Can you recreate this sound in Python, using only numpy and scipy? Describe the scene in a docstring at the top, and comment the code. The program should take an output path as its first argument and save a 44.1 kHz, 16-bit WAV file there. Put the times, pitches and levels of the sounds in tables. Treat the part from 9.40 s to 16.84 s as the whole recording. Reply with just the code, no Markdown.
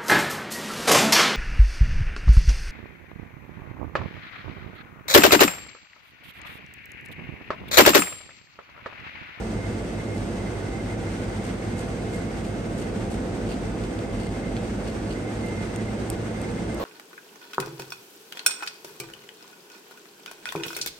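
"""A droning, throbbing rush of kitchen fans and motors, under the rustles and ticks of gloved hands.
The fans are noise coloured by humming ducts; motor tones close in pitch beat into the throb.
A dry bearing flickers and chirps. Gloves rub on a rope of dough (grainy noise bursts), and they
snap and tap as it is pressed onto the rim of a big steamer pot (short rings and cracks).
At the very end everything gives way abruptly to a thinner, higher hum of noise and broad notes."""
import sys
import numpy as np
from scipy import signal
from scipy.fft import rfft, irfft
from scipy.io import wavfile

SR = 44100
rng = np.random.default_rng(int(sys.argv[2]) if len(sys.argv) > 2 else 0)


def inscribe(sig):
    """Save sig as 16-bit PCM at rate SR to the path in sys.argv[1].

    A 1-D sig is mono; a 2-D sig holds one channel per row.
    Samples are clipped to [-1, 1] before scaling.
    """
    pcm = np.round(np.clip(np.atleast_2d(sig).T, -1, 1) * 32767)
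    wavfile.write(sys.argv[1], SR, pcm.astype(np.int16))


N = 328104
TIME = np.arange(N) / SR  # seconds
BINS = np.fft.rfftfreq(N, 1 / SR)  # Hz

# Likeness of a diffuse sound at the two microphone ports. Each row: frequency in Hz, likeness 0-1.
PORT_LIKENESS = [(50, .998), (110, .985), (210, .95), (320, .8), (500, .72), (800, .5), (1080, .12),
                 (1500, .35), (3000, .2), (6800, .2), (8300, .88), (12000, .92)]
# Phase between the ports. Each row: frequency in Hz, lead of the left in radians.
PORT_LEAD = [(300, 0), (900, .7), (1400, -1.6), (2100, -1.3), (2600, .9), (7500, 1.2), (8600, -.3),
             (10150, -3.14), (11800, -6.1)]
# Level between the ports. Each row: frequency in Hz, left minus right in dB.
PORT_BALANCE = [(50, -.1), (110, -1.7), (700, -1.9), (1000, -.8), (2200, -1.6), (3500, 0), (6600, 2.8),
                (8500, .4), (11000, .3)]

# Bed of the higher hum at the end. 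Each row: frequency in Hz, density in dB per Hz.
HIGH_HUM_BED = [(40, -62), (150, -60), (330, -61), (500, -56), (660, -58.5), (850, -65), (1100, -63),
                (1600, -72), (2200, -76), (3400, -78), (4200, -80), (5000, -84), (8000, -90), (15000, -92)]
# Broad notes of the higher hum. Each row: frequency in Hz, width in Hz, rms level in dB.
HIGH_HUM_NOTES = [(515, 70, -36), (1080, 180, -48), (4250, 300, -54)]

# Rush of the fans ahead of the ducts. Each row: frequency in Hz, density in dB per Hz.
FAN_RUSH = [(30, -89), (40, -59), (158, -60.5), (178, -56), (340, -57), (500, -62), (720, -68.5),
            (1020, -74.5), (1600, -75), (2500, -81), (4000, -86.5), (7200, -90.5), (8800, -89),
            (11500, -103), (13200, -115), (16000, -112)]
# Resonances and dips of ducts and room. Each row: frequency in Hz, width in Hz, lift in dB.
DUCT_RESONANCES = [(43.3, 4.3, 4), (99.2, 12.5, 9), (212, 24.6, 4), (256.6, 9.7, 2), (287, 27, -4),
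                   (682, 34, 4), (394, 23, -3.5), (890, 33, 4), (2100, 92, 3), (6040, 530, 2.5)]
# Swell of the fans. Each row: time in seconds, roar gain in dB, hiss gain in dB ahead of its flutter.
FAN_SWELL = [(0, 0, 0), (2.4, -.5, 0.5), (3.2, 0, -0.3), (3.8, 1.5, 0), (4.6, 0.4, -0.5), (6.7, 0, 0.4),
             (7.4, 0.5, 0.5)]
# Faint airy whistles of the fan blades. Each row: frequency in Hz, width in Hz, rms level in dB.
BLADE_WHISTLES = [(485.3, 9.1, -48), (503, 16, -51), (690.6, 10, -56), (783.4, 21, -51.5), (1468, 14, -57),
                  (2607, 20, -63), (4850, 29, -66.5), (8056, 53, -71)]

# Tones of the motors; close neighbours beat.
# Each row: frequency in Hz, rms level in dB, unsteadiness as a share of the amplitude.
MOTOR_TONES = [(60.85, -45.5, 0.53), (101.2, -49, 0.35), (108, -49.5, .25), (110.45, -39, 0.17),
               (146.9, -50, 0.64), (173.2, -46, .5), (177.7, -49, 0.64), (199.3, -48, 0.38),
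               (220.2, -47.5, .7), (299.6, -49.5, 0.18), (331.6, -51.5, 0.45)]
# The deepest tone swells midway and fades at the end. Each row: time in seconds, rms level in dB.
DEEP_SWELL = [(0, -43), (3.1, -42), (3.5, -41), (4.4, -37), (5.3, -41), (5.7, -40), (7.4, -63)]

# Three close modes of the dry bearing. Each row: frequency in Hz, width in Hz.
BEARING_MODES = [(2040, 40), (2079, 40), (2145, 85)]
# Rubbing in those modes, ahead of the flicker.
# Each row: time in seconds, then the level of the low, middle and high mode in dB.
BEARING_RUB = [(0, -57, -62, -57), (1.2, -54, -57, -59), (2.0, -59, -56, -55.5), (2.7, -63, -68, -54),
               (3.0, -62, -59, -57), (3.7, -65, -67, -58), (4.2, -62, -63, -64), (5.0, -66, -55, -55),
               (5.5, -74, -59, -69), (6.3, -58, -58, -63), (6.7, -57, -60, -59), (7.4, -64, -52, -59)]
# Catches of the bearing, ahead of the placing to the right.
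# Each row: middle in seconds, rms level in dB, length in seconds, centre pitch in Hz.
BEARING_CATCHES = [(0.233, -52, 0.08, 2115), (.28, -58, .05, 2050), (0.392, -60, 0.056, 2090),
                   (.72, -56, 0.09, 2140), (1.38, -57, 0.1, 2090), (1.918, -57, .08, 2040),
                   (2.33, -57, .1, 2130), (2.75, -52, 0.055, 2120), (2.82, -53.5, .05, 2050),
                   (3.453, -57, 0.091, 2060), (4.5, -57.5, .12, 2086), (5.775, -53.5, 0.055, 2060),
                   (5.877, -50, .05, 2080), (6.132, -50.5, 0.23, 2085), (6.388, -51, .06, 2070),
                   (6.49, -57, .06, 2080), (6.97, -59, .06, 2075)]

# Gloves rubbing on dough.
# Each row: peak time in seconds, level at the peak in dB, length in seconds, brightness 0-1.
GLOVE_RUBS = [(0.767, -48, 0.033, 0.5), (2.062, -47.5, 0.037, 0.7), (2.393, -44.5, 0.034, 0.8),
              (2.751, -48.5, 0.048, 0.75), (3.063, -48, .04, 0.55), (3.396, -42.5, .025, 0.76),
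              (3.432, -46, .025, 0.5), (3.726, -43, 0.031, 0.7), (4.122, -46, 0.047, 0.23),
              (4.445, -51, 0.022, 0.2), (4.833, -48.5, 0.097, 0.27), (5.483, -46, .03, 0.34),
              (5.72, -44.5, 0.031, 0.14), (6.076, -51, 0.054, 0.5)]
# Colour of dull dough. Each row: frequency in Hz, relative level in dB.
DOUGH_COLOUR = [(300, -14), (800, -22), (1500, -28), (2800, 18), (3700, 7.5), (4600, 13.5), (5500, -1),
                (9000, -17), (13000, -37)]
# Colour of rubbing glove film. Each row: frequency in Hz, relative level in dB.
FILM_COLOUR = [(1500, -36), (4000, -2), (6300, 4), (8600, 7), (10200, 3), (11900, -5), (13500, -34),
               (16000, -26)]

# Small snaps of the gloves and taps on the rim.
# Each row: start in seconds, level in dB, share of snap 0-1, dryness of the snap 0-1, tap pitch ratio.
CONTACTS = [(2.7355, -36, .25, .8, 1.03), (3.05, -34, .15, .8, 1.1), (4.1176, -32, .1, .8, 1.05),
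            (4.133, -34, 0, .8, 0.92), (4.438, -31, 0.1, .8, 1.02), (4.5901, -31.5, 0.16, .8, 1.03),
            (5.1661, -25.5, 0.02, .8, 1), (5.174, -29, 0, .8, .92), (5.485, -33, 0.04, .8, 1),
            (5.7087, -32, 0, .8, 0.9), (5.7346, -35, .4, .8, 1), (6.062, -37, 1, .8, 1),
            (6.3604, -22.5, 0.7, 0.9, 0.8), (6.701, -15, 0.98, 0.14, 1), (7.016, -27, 0.96, .75, 1),
            (7.344, -34, 1, .3, 1), (7.3475, -32, 1, .3, 1)]
# Ring of the glove film. Each row: frequency in Hz, relative level in dB, t60 in seconds.
FILM_RING = [(5150, -10, 0.006), (6050, -15, 0.006), (8400, 2, 0.0043), (8950, 2, 0.003),
             (11100, -4, 0.0038), (11700, -5.5, .004)]
# Ring of the dough-muffled rim. Each row: base frequency in Hz, relative level in dB, t60 in seconds.
RIM_RING = [(740, 2, 0.018), (1690, 1, .007), (2480, 11.5, 0.0056), (3020, 6, 0.0038), (3430, 13.5, 0.0045),
            (4500, 6, 0.0092)]
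# Colour of the dry film crack. Each row: frequency in Hz, relative level in dB.
CRACK_COLOUR = [(2000, -22), (5600, -16), (6400, 1), (9200, -4), (10500, -5), (12000, -15), (14000, -32)]

DEEP_HZ = 48.6  # deepest motor tone
BEARING_WAVER_HZ, CHIRP_EDGE_S = 5, 0.031  # rms pitch waver; fade at each end of a note
SHIFT_S = 7.395  # middle of the turn to the higher hum
EDGE_HZ = 15800  # upper band limit


def amp(db):
    """Decibels to gain."""
    return 10 ** (np.asarray(db) / 20)


def unit(x):
    """Scales to an rms of one."""
    return x / np.sqrt(np.mean(abs(x) ** 2) + 1e-20)


def read(points, hz):
    """Joins (Hz, value) points by straight lines on a log-frequency axis."""
    f, value = np.transpose(points)
    return np.interp(np.log(hz + 1), np.log(f + 1), value)


def follow(rows, axis=1):
    """Reads one column of a time curve at every sample."""
    rows = np.asarray(rows)
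    return np.interp(TIME, rows[:, 0], rows[:, axis])


def wander(rate_hz, size=2 ** 13):
    """Slow random drift of rms one, its changes rolled off smoothly around the given rate."""
    coarse = np.linspace(0, N / SR, size)
    smooth = np.exp(-.5 * (np.fft.rfftfreq(size, coarse[1]) / rate_hz) ** 2)
    drift = irfft(rfft(rng.standard_normal(size)) * smooth)
    return np.interp(TIME, coarse, unit(drift))


def pair(left, right):
    """Turns two spectra into port signals, with the phase and level offsets between the ports."""
    tilt = amp(read(PORT_BALANCE, BINS) / 2)
    lag = np.exp(-1j * read(PORT_LEAD, BINS))
    return irfft(np.array([left * tilt, right * lag / tilt]), N)


def ports(a, b):
    """Mixes two unrelated spectra into a diffuse sound, partly alike at the two ports."""
    same = np.clip(read(PORT_LIKENESS, BINS), 0, 1)
    return pair(a, same * a + np.sqrt(1 - same ** 2) * b)


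def air(density_db):
    """Turbulent noise with the given level per Hz, ahead of the balance between the ports."""
    noise = rfft(rng.standard_normal((2, N)))
    return ports(*(noise * amp(density_db) * np.sqrt(SR / 2)))


def whistle(hz, width_hz):
    """Noise in one narrow resonance, rms one."""
    return unit(air(-20 * np.log10(1 + (2 * (BINS - hz) / width_hz) ** 2)))


def high_hum():
    """A thinner rush of noise with a few broad, higher notes."""
    notes = sum(amp(db) * whistle(hz, width) for hz, width, db in HIGH_HUM_NOTES)
    return air(read(HIGH_HUM_BED, BINS)) + notes


def fans(split_hz=850, flutter_db=0.97):
    """Rushing air coloured by the ducts; the roar swells gently and the hiss flutters."""
    colour = read(FAN_RUSH, BINS)
    for hz, width, db in DUCT_RESONANCES:
        colour = colour + db * 2 ** -((2 * (BINS - hz) / width) ** 2)
    rush = air(colour)
    roar = irfft(rfft(rush) / (1 + (BINS / split_hz) ** 4), N)
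    hiss = rush - roar
    hiss_db = follow(FAN_SWELL, axis=2) + flutter_db * wander(14.0)
    return roar * amp(follow(FAN_SWELL, axis=1)) + hiss * amp(hiss_db)


def blades():
    """Air passing the fan blades whistles faintly, as noise in narrow resonances."""
    return sum(amp(db) * whistle(hz, width) for hz, width, db in BLADE_WHISTLES)


def tone(hz, unsteady, waver_hz):
    """A tone of rms one that wavers in level and phase, separately for each of two spectra."""
    sway = np.array([unit(1 + unsteady * (wander(waver_hz) + 1j * wander(waver_hz))) for _ in range(2)])
    turns = hz * TIME + rng.random((2, 1))
    return unit(ports(*rfft((sway * np.exp(2j * np.pi * turns)).real)))


def motors(waver_hz=0.3, deep_unsteady=0.072):
    """Slowly wavering motor tones that beat with each other, over one deep tone that swells."""
    hum = sum(amp(db) * tone(hz, unsteady, waver_hz) for hz, db, unsteady in MOTOR_TONES)
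    deep = amp(follow(DEEP_SWELL)) * tone(DEEP_HZ, deep_unsteady, waver_hz)
    return hum + deep


def bearing(side_db=7.0, flicker_db=4.0, shake_db=2.5):
    """Dry rubbing keeps three modes flickering; each catch sings a wavering note, placed to the right."""
    rub = np.zeros((2, N))
    for column, (hz, width) in enumerate(BEARING_MODES, start=1):
        rub += amp(follow(BEARING_RUB, axis=column)) * whistle(hz, width)
    rub *= unit(amp(flicker_db * wander(24)))
    drift = np.cumsum(BEARING_WAVER_HZ * wander(22.0)) / SR  # in turns
    notes = np.zeros(N)
    for s, db, length, hz in BEARING_CATCHES:
        grip = np.clip(.5 + (length / 2 - abs(TIME - s)) / CHIRP_EDGE_S, 0, 1)
        notes += amp(db) * grip * np.sqrt(2) * np.sin(2 * np.pi * (hz * TIME + drift))
    sing = rfft(notes * unit(amp(shake_db * wander(30))))
    return rub + pair(sing, sing) * amp([[-side_db], [side_db]])  # left down, right up


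def contact(force, colour):
    """Random tiny slips under a force envelope, coloured by the touching surfaces."""
    slips = rfft(force * rng.standard_normal((2, N)))
    return ports(*(slips * unit(amp(read(colour, BINS)))))


def gloves(grain_db=4, grain_hz=160):
    """Short grainy rubs, each a blend of dull dough and bright glove film."""
    power = np.zeros((2, N))
    for s, db, length, bright in GLOVE_RUBS:
        stroke = amp(db) * np.exp(-2 * ((TIME - s) / length) ** 2)
        power += np.outer(np.clip([1 - bright, bright], 0, 1), stroke ** 2)
    dough, film = np.sqrt(power) * unit(amp(grain_db * wander(grain_hz)))
    return contact(dough, DOUGH_COLOUR) + contact(film, FILM_COLOUR)


def ring(modes, pitch, rise_s, size=1024):
    """Dying modes with a soft start, all scaled by one pitch ratio; peak one."""
    t = np.arange(size) / SR
    sound = np.zeros(size)
    for hz, db, t60 in modes:
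        decay = np.exp(-np.log(1000) * t / t60)
        sound += amp(db) * decay * np.sin(2 * np.pi * (hz * pitch * t + rng.random()))
    sound *= 1 - np.exp(-(t / rise_s) ** 2)
    return sound / abs(sound).max()


def crack(peak_s=0.0011, width_s=0.00058, size=1024):
    """A toneless burst of tiny slips in the glove film; peak one."""
    envelope = np.exp(-((np.arange(size) / SR - peak_s) / width_s) ** 2)
    burst = rng.standard_normal(size) * envelope
    sound = irfft(rfft(burst) * amp(read(CRACK_COLOUR, np.fft.rfftfreq(size, 1 / SR))))
    return sound / abs(sound).max()


def ticks(snap_rise_s=0.00071, tap_rise_s=0.00064, room_db=-16, room_t60=.25):
    """Contacts blend a snap of film (ring or dry crack) with a rim tap; the kitchen adds a faint tail."""
    sound = np.zeros(N)
    for s, db, bright, dryness, pitch in CONTACTS:
        share, dry = np.clip([bright, dryness], 0, 1)
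        snap = np.sqrt(dry) * crack() + np.sqrt(1 - dry) * ring(FILM_RING, 1, snap_rise_s)
        tap = ring(RIM_RING, pitch, tap_rise_s)
        blow = np.sqrt(share) * snap + np.sqrt(1 - share) * tap
        part = sound[round(s * SR):][:len(blow)]  # a view: adding here adds to sound
        part += amp(db) * blow[:len(part)]
    tail = rng.standard_normal((2, N)) * np.exp(-np.log(1000) * TIME / room_t60)
    tail /= np.linalg.norm(tail[0])
    direct = rfft(sound)
    return pair(direct, direct) + amp(room_db) * ports(*(direct * rfft(tail)))


def scene(fade_s=0.0061):
    """The kitchen drone and the hands, then the sudden higher hum."""
    kitchen = fans() + blades() + motors() + bearing() + gloves() + ticks()
    shift = np.clip(.5 + (TIME - SHIFT_S) / fade_s, 0, 1)
    return (1 - shift) * kitchen + shift * high_hum()


def record(dry):
    """A steep low-pass filter sets the upper band limit of both ports."""
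    lowpass = signal.firwin(511, EDGE_HZ, window=("kaiser", 9), fs=SR)
    return signal.oaconvolve(dry, lowpass[None], "same")


dry = scene()
out = record(dry)
inscribe(out)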